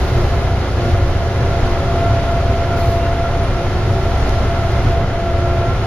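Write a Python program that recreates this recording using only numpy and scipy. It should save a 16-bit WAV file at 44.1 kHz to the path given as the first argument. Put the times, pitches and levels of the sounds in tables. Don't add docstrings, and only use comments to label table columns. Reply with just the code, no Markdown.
import sys
import numpy as np
from scipy import signal
from scipy.fft import rfft, irfft
from scipy.io import wavfile
from scipy.ndimage import uniform_filter1d

SR = 44100
rng = np.random.default_rng(int(sys.argv[2]) if len(sys.argv) > 2 else 0)


def to_linear_factor(level_db):
    exponent = np.asarray(level_db, float) / 20
    return 10 ** exponent


def wav_out(sig):
    wavfile.write(sys.argv[1], SR, np.round(np.clip(np.atleast_2d(sig).T, -1, 1) * 32767).astype(np.int16))


N = 258426

# (time [s], level [dB])
AIR_RUSH = [(0, 1), (.22, 1.5), (.5, -0.5), (.75, -0.2), (.9, 1.5), (1.02, -1), (1.45, 0.1), (1.68, 1),
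            (1.8, 0), (2.05, 0.5), (2.65, -0.5), (3.3, -1), (4.12, 0.5), (4.32, 1.5), (4.5, 0), (4.9, .5),
            (4.99, -3), (5.86, -1)]
# (time [s], level [dB])
GEAR_LOAD = [(0, -30.5), (.5, -29), (1.3, -29), (1.75, -25), (2.08, -20), (2.4, -23), (3.0, -22),
             (3.25, -24), (3.4, -24), (3.62, -24.5), (3.8, -29), (4.1, -24.5), (4.55, -25), (4.8, -23.5),
             (4.97, -21), (5.25, -23), (5.6, -23), (5.86, -23.5)]
TONE_REST = {"second": (-44.5, 1.56), "hum": (-37, 1.23), "axle": (-39.5, 1.6), "fan": (-42, 2.1)}
# (frequency [Hz], phase [rad])
PORT_LAG = [(100, 0), (2240, 0.25), (3800, 1.57), (5000, 2.5), (15000, 2)]


def evened(x):
    return x / np.sqrt(np.mean(abs(x) ** 2) + 1e-20)


def read(points, hz):
    f, value = np.transpose(points)
    return np.interp(np.log(hz + 1), np.log(f + 1), value)


def curve(rows, t):
    s, level = np.transpose(rows)
    return np.interp(t, s, level)


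def load_swing():
    load_db = curve(GEAR_LOAD, np.arange(N) / SR)
    return load_db - load_db.mean()


def wander(per_s):
    z = rfft(rng.standard_normal(N))
    smoothing = 1 + (np.fft.rfftfreq(N, 1 / SR) / per_s) ** 4
    return evened(irfft(z / smoothing, N))


def bump(t, s, length):
    return np.exp(-.5 * ((t - s) / (length / 3)) ** 2)


def swells(rows, t):
    return sum(db * bump(t, s, length) for s, length, db in rows)


def ports(one, hz):
    # (frequency [Hz], likeness [1])
    likeness = [(20, .985), (60, .994), (120, .995), (240, 0.94), (480, 0.99), (950, .89), (1890, 0.56),
                (3770, 0.27), (7520, .2), (15000, 0.3)]
    # (frequency [Hz], level [dB])
    tilt = [(60, 0.58), (180, -0.82), (550, -0.62), (1650, -0.91), (4970, -0.39), (15000, 1.0)]
    same = np.clip(read(likeness, hz), -1, 1)[:, None]
    right = same * one[0] + np.sqrt(1 - same ** 2) * one[1]
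    right = right * np.exp(-1j * read(PORT_LAG, hz))[:, None]
    half = to_linear_factor(read(tilt, hz) / 2)[:, None]
    return np.array([one[0] * half, right / half])


def noise(shape, size, patchy_db, flicker_db):
    hop = size // 4
    frames, hz = N // hop + 5, np.fft.rfftfreq(size, 1 / SR)
    a, b, c, d, patches = rng.standard_normal((frames, len(hz), 5)).T
    patches = uniform_filter1d(patches, size=12, axis=0)
    patches = evened(uniform_filter1d(patches, size=8, axis=1))
    flicker = rng.standard_normal(frames)
    colour_db = shape(hz)[:, None] + patchy_db * patches + flicker_db * flicker
    z = ports(np.array([a + 1j * b, c + 1j * d]), hz) * to_linear_factor(colour_db)
    out = signal.istft(z, nperseg=size, noverlap=size - hop)[1][:, :N]
    return out / np.sqrt(np.mean(out.mean(0) ** 2))


def closed(points):
    return lambda hz: np.where((hz < points[0][0]) | (hz > points[-1][0]), -120, read(points, hz))


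def ringing(modes):
    def shape(hz):
        power = sum(to_linear_factor(db) ** 2 / w / (1 + (2 * (hz - f) / w) ** 2) ** 2 for f, w, db in modes)
        return 10 * np.log10(power)
    return shape


def tone(hz, db, waver_hz, flutter_db, lag):
    turn = 2 * np.pi * np.cumsum(hz + waver_hz * wander(5.97)) / SR
    level = np.sqrt(2) * to_linear_factor(db + flutter_db * wander(18.0))
    return level * np.sin(turn - np.array([[lag], [0]]))


def floor():
    # (frequency [Hz], width [Hz], level [dB])
    groups = [
        [(22, 14, 1), (42.5, 24, -4)],
        [(64.9, 19, 0)],
        [(87.3, 22, 1), (99.2, 19, -4.5)],
        [(118.9, 18.4, 0)],
    ]
    rest_levels = [-21, -22, -19.5, -23]
    # (time [s], length [s], lift [dB], shaken pitch [Hz])
    patches = [(0.024, 0.12, 6.5, 55), (0.03, 0.13, -10, 92), (0.12, 0.1, -2.5, 47), (0.15, 0.11, 5.5, 130),
               (0.21, 0.11, 4, 28), (0.538, 0.9, 2, 65.6), (0.66, 0.2, -8, 39), (0.96, 0.12, 5.5, 92),
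               (1.075, 0.1, 4.5, 30), (1.24, 0.091, 1.5, 64), (1.35, 0.12, -5.5, 28), (1.44, 0.11, 5, 130),
               (1.68, 0.13, 6, 28), (1.747, 0.14, -5.5, 132), (2.113, 0.13, 3.5, 113),
               (2.49, 0.081, 3.5, 66), (2.76, 0.22, -13, 55), (2.89, 0.14, 3, 78), (3.19, 0.22, -3, 93),
               (3.45, 0.46, 1.5, 38), (3.598, 0.13, -3.5, 92), (3.917, 0.085, 4.5, 111),
               (4.188, 0.29, -3, 130), (4.29, 0.31, 4, 48), (4.62, 0.093, -6.5, 55), (4.857, 0.16, 4, 46.4),
               (4.88, 0.1, 4.5, 130), (5.18, 0.18, -12.5, 66), (5.297, 0.25, -4.5, 131),
               (5.356, 0.1, 3, 90)]
    reach_octaves = .3
    t, out = np.arange(0, N, 64) / SR, np.zeros((2, N))
    s, length, lift_db, hz = np.transpose(patches)
    centres = np.array([np.mean([f for f, w, db in modes]) for modes in groups])
    reach = np.exp(-.5 * (np.log2(centres[:, None] / hz) / reach_octaves) ** 2)
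    push_db = (reach / reach.max(0) * lift_db) @ bump(t, s[:, None], length[:, None])
    for modes, rest_db, db in zip(groups, rest_levels, push_db):
        ring = noise(ringing(modes), size=8192, patchy_db=-0.5, flicker_db=-0.2)
        chance = uniform_filter1d(ring.mean(0) ** 2, size=3000)
        chance = uniform_filter1d(chance, size=3000)
        push = to_linear_factor(rest_db + 1.45 * np.interp(np.arange(N) / SR, t, db))
        out += push * ring / np.sqrt(abs(chance) + 0.075)
    return out


def cabin_roar():
    # (frequency [Hz], level [dB per Hz])
    colour = [(120, -31), (200, -4.5), (308, -10), (368, -5), (436, -8), (609, -8), (678, -4), (802, -10),
              (1160, -14), (1390, -11.5), (1550, -17), (2040, -19), (3500, -25), (4550, -36), (7700, -120)]
    rush_db = curve(AIR_RUSH, np.arange(N) / SR)
    level_db = -24.0 + 0.49 * rush_db + .12 * load_swing()
    return to_linear_factor(level_db) * noise(closed(colour), size=2048, patchy_db=0.2, flicker_db=0.8)


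def wind():
    # (frequency [Hz], level [dB per Hz])
    colour = [(1500, -18.5), (3000, -5), (4000, -2), (5500, -4.5), (7000, -7), (9000, -10.5), (11000, -16),
              (13000, -25.5), (16000, -37)]
    level_db = -39 + curve(AIR_RUSH, np.arange(N) / SR)
    return to_linear_factor(level_db) * noise(closed(colour), size=512, patchy_db=0.6, flicker_db=0.46)


def panels():
    # (frequency [Hz], width [Hz], level [dB])
    modes = [(236.9, 12.5, -39.5), (264.3, 3.2, -39), (291.5, 13, -39), (384, 34, -41.5), (459, 8.4, -41.5),
             (492, 26, -40), (592, 8.9, -47.5), (686, 26, -40), (720, 9.5, -44), (745.5, 8.4, -42),
             (528, 15, -43.5), (614, 16, -46.5), (801, 11, -48.5), (1058, 8.7, -47), (1110, 17, -59),
             (1247, 10, -58), (1302, 23, -46.5), (1421, 43, -43.5), (1687, 90, -45), (2075, 8, -49),
             (2030, 140, -44.5), (152, 27, -32.5), (183.4, 9, -37)]
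    total = np.sqrt(sum(to_linear_factor(db) ** 2 for f, width, db in modes))
    return total * noise(ringing(modes), size=16384, patchy_db=1.0, flicker_db=-0.3)


def gears():
    # (time [s], length [s], dip [dB])
    slack = [(0.12, 0.056, -7), (0.27, 0.12, -8), (0.66, 0.19, -10), (1.03, 0.06, -2.5),
             (1.12, 0.054, -4.5), (1.35, 0.054, -2), (1.83, 0.22, -3.5), (2.25, 0.13, -2.5),
             (3.31, 0.041, -5.5), (3.5, 0.13, -13), (3.72, 0.1, -10), (3.84, 0.06, -4.0), (4.04, 0.048, -5),
             (4.24, 0.18, -5), (4.46, 0.054, -10), (4.72, 0.073, -4.5), (4.84, 0.15, -7),
             (5.09, 0.09, -9.0), (5.41, 0.06, -5), (5.75, 0.14, -9.5)]
    # (time [s], length [s], lift [dB])
    second_swells = [(1.54, 0.15, 5), (1.84, 0.15, 3.5), (2.08, 0.16, 6.5), (2.34, 0.13, 6),
                     (2.65, 0.59, 2), (2.75, 0.18, 4.5), (3.19, 0.13, 2.0), (3.52, 0.7, 4.5),
                     (4.03, 0.18, 3.5), (4.58, 0.61, 6), (5.48, 0.084, 2.5), (5.67, 0.98, 5.5)]
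    t, swing_db = np.arange(N) / SR, load_swing()
    mesh_hz = 684 - 1.1 * t
    mesh_db = curve(GEAR_LOAD, t) + 1.6 * swells(slack, t)
    looseness_hz = 1.77 * to_linear_factor(-0.74 * swing_db)
    mesh = tone(mesh_hz, mesh_db, waver_hz=looseness_hz, flutter_db=1.42, lag=0.11)
    rest_db, share = TONE_REST["second"]
    second_db = rest_db + share * swells(second_swells, t) + 0.23 * swing_db
    second = tone(2 * mesh_hz, second_db, waver_hz=2.8, flutter_db=3.0, lag=0.55)
    return mesh + second


def swelling_level(name, rows):
    rest_db, share = TONE_REST[name]
    return rest_db + share * swells(rows, np.arange(N) / SR)


def motor_hum():
    # (time [s], length [s], lift [dB])
    pulls = [(0.17, 0.2, 8.5), (0.9, 0.46, 7), (1.69, 0.5, 6), (2.01, 0.15, 4), (2.31, 0.13, 4),
             (2.83, 0.33, 4.5), (3.81, 0.38, 6.5), (4.82, 0.35, 7), (5.44, 0.4, 8.5), (5.69, 0.15, 0)]
    return tone(356, swelling_level("hum", pulls), waver_hz=2.0, flutter_db=2.6, lag=0.091)


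def axle_moan():
    # (time [s], length [s], lift [dB])
    moans = [(0.15, 0.12, 5.5), (0.41, 0.15, 8.0), (1.45, 0.15, 5.5), (1.97, 0.58, 4.5), (2.49, 0.21, 6.5),
             (2.88, 0.22, 3.5), (3.98, 0.25, 5), (4.75, 0.2, 6)]
    return tone(393.6, swelling_level("axle", moans), waver_hz=3.98, flutter_db=-0.7, lag=.1)


def fan_moan():
    # (time [s], length [s], lift [dB])
    moans = [(0.0, 0.75, 3.5), (0.96, 0.33, 4), (1.45, 0.66, 4), (1.83, 0.12, 4.5), (2.57, 0.75, 4),
             (3.32, 0.2, 5), (3.65, 0.15, 4), (5.41, 0.22, 3)]
    return tone(557.3, swelling_level("fan", moans), waver_hz=2.2, flutter_db=2.5, lag=.12)


def blower():
    return tone(3085.1, -54, waver_hz=.4, flutter_db=1.1, lag=.6)


def valves():
    # (start [s], length [s], level [dB])
    leaks = [
        (-.05, .5, -55.5),
        (1.055, .1, -64),
        (2.765, 0.22, -51),
    ]
    # (frequency [Hz], level [dB per Hz])
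    colour = [(2500, -30), (4000, -2), (4500, -3), (5500, -10), (9000, -8), (12000, -17), (15800, -18)]
    # (frequency [Hz], width [Hz], level [dB])
    nozzle = [(9490, 64, -1), (10700, 52, -2), (11100, 55, -2), (12200, 150, -4), (13100, 280, -3),
              (13700, 75, -4), (14400, 93, -7)]
    open_s, shut_s, sag_db_per_s = .018, .03, -16
    t, opening = np.arange(N) / SR, np.zeros(N)
    for s, length, db in leaks:
        level = to_linear_factor(db + sag_db_per_s * np.maximum(t - s, 0))
        rise = 1 + np.tanh((t - s) / open_s)
        fall = 1 - np.tanh((t - s - length) / shut_s)
        opening += level * 0.3 * rise * fall
    jet = to_linear_factor(8.5) * noise(closed(colour), size=512, patchy_db=2.2, flicker_db=1.2)
    whistles = to_linear_factor(-3.0) * noise(ringing(nozzle), size=1024, patchy_db=3.0, flicker_db=1.1)
    return opening * (jet + whistles)


def trim_squeaks():
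    # (time [s], pitch [Hz], length [s], level [dB])
    squeaks = [(.215, 9750, .04, -52), (3.005, 8550, .04, -45), (2.82, 4350, .07, -46),
               (2.86, 2370, .08, -44), (2.88, 4250, .08, -46), (3.045, 2780, .11, -40),
               (3.065, 13400, .02, -63), (3.44, 9780, .03, -46), (3.48, 9780, .06, -54),
               (4.24, 7200, .035, -43), (4.325, 10200, .015, -53)]
    t, out = np.arange(N) / SR, np.zeros((2, N))
    for s, hz, length, db in squeaks:
        rough_hz = hz * (1 + .008 * wander(150.0))
        turn = 2 * np.pi * np.cumsum(rough_hz) / SR
        lag = np.array([[0], [read(PORT_LAG, hz) / 2]])
        out += np.sqrt(2) * to_linear_factor(db) * bump(t, s, length) * np.sin(turn - lag)
    return out


def clip_ticks():
    # (time [s], peak level [dB])
    ticks = [
        (4.2942, -20.5),
        (4.72, -33),
        (4.93, -34),
    ]
    t, out = np.arange(N) / SR, np.zeros((2, N))
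    plastic = signal.butter(2, [3000, 8500], "band", fs=SR)
    for s, db in ticks:
        burst = np.exp(-((t - s) / .0014) ** 4)
        scrape = burst * (.8 * rng.standard_normal(N) + .7 * rng.standard_normal((2, N)))
        out += to_linear_factor(db) * signal.lfilter(*plastic, scrape)
    return out


def scene():
    ride = floor() + cabin_roar() + wind() + panels()
    machinery = gears() + motor_hum() + axle_moan() + fan_moan() + blower()
    return ride + machinery + valves() + trim_squeaks() + clip_ticks()


def band_limit(x):
    return signal.sosfilt(signal.butter(12, 15620, fs=SR, output="sos"), x)


def record(dry):
    notch_hz, notch_width_hz, low_cut_hz = 8215, 4500, 16
    hz = np.fft.rfftfreq(N, 1 / SR)
    off = (hz - notch_hz) / (notch_width_hz / 2)
    notch = off / np.sqrt(1 + off ** 2)
    low_cut = hz ** 2 / np.sqrt(hz ** 4 + low_cut_hz ** 4)
    heard = irfft(rfft(dry, axis=1) * low_cut * notch, N, axis=1)
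    return band_limit(heard)


dry = scene()
out = record(dry)
wav_out(out)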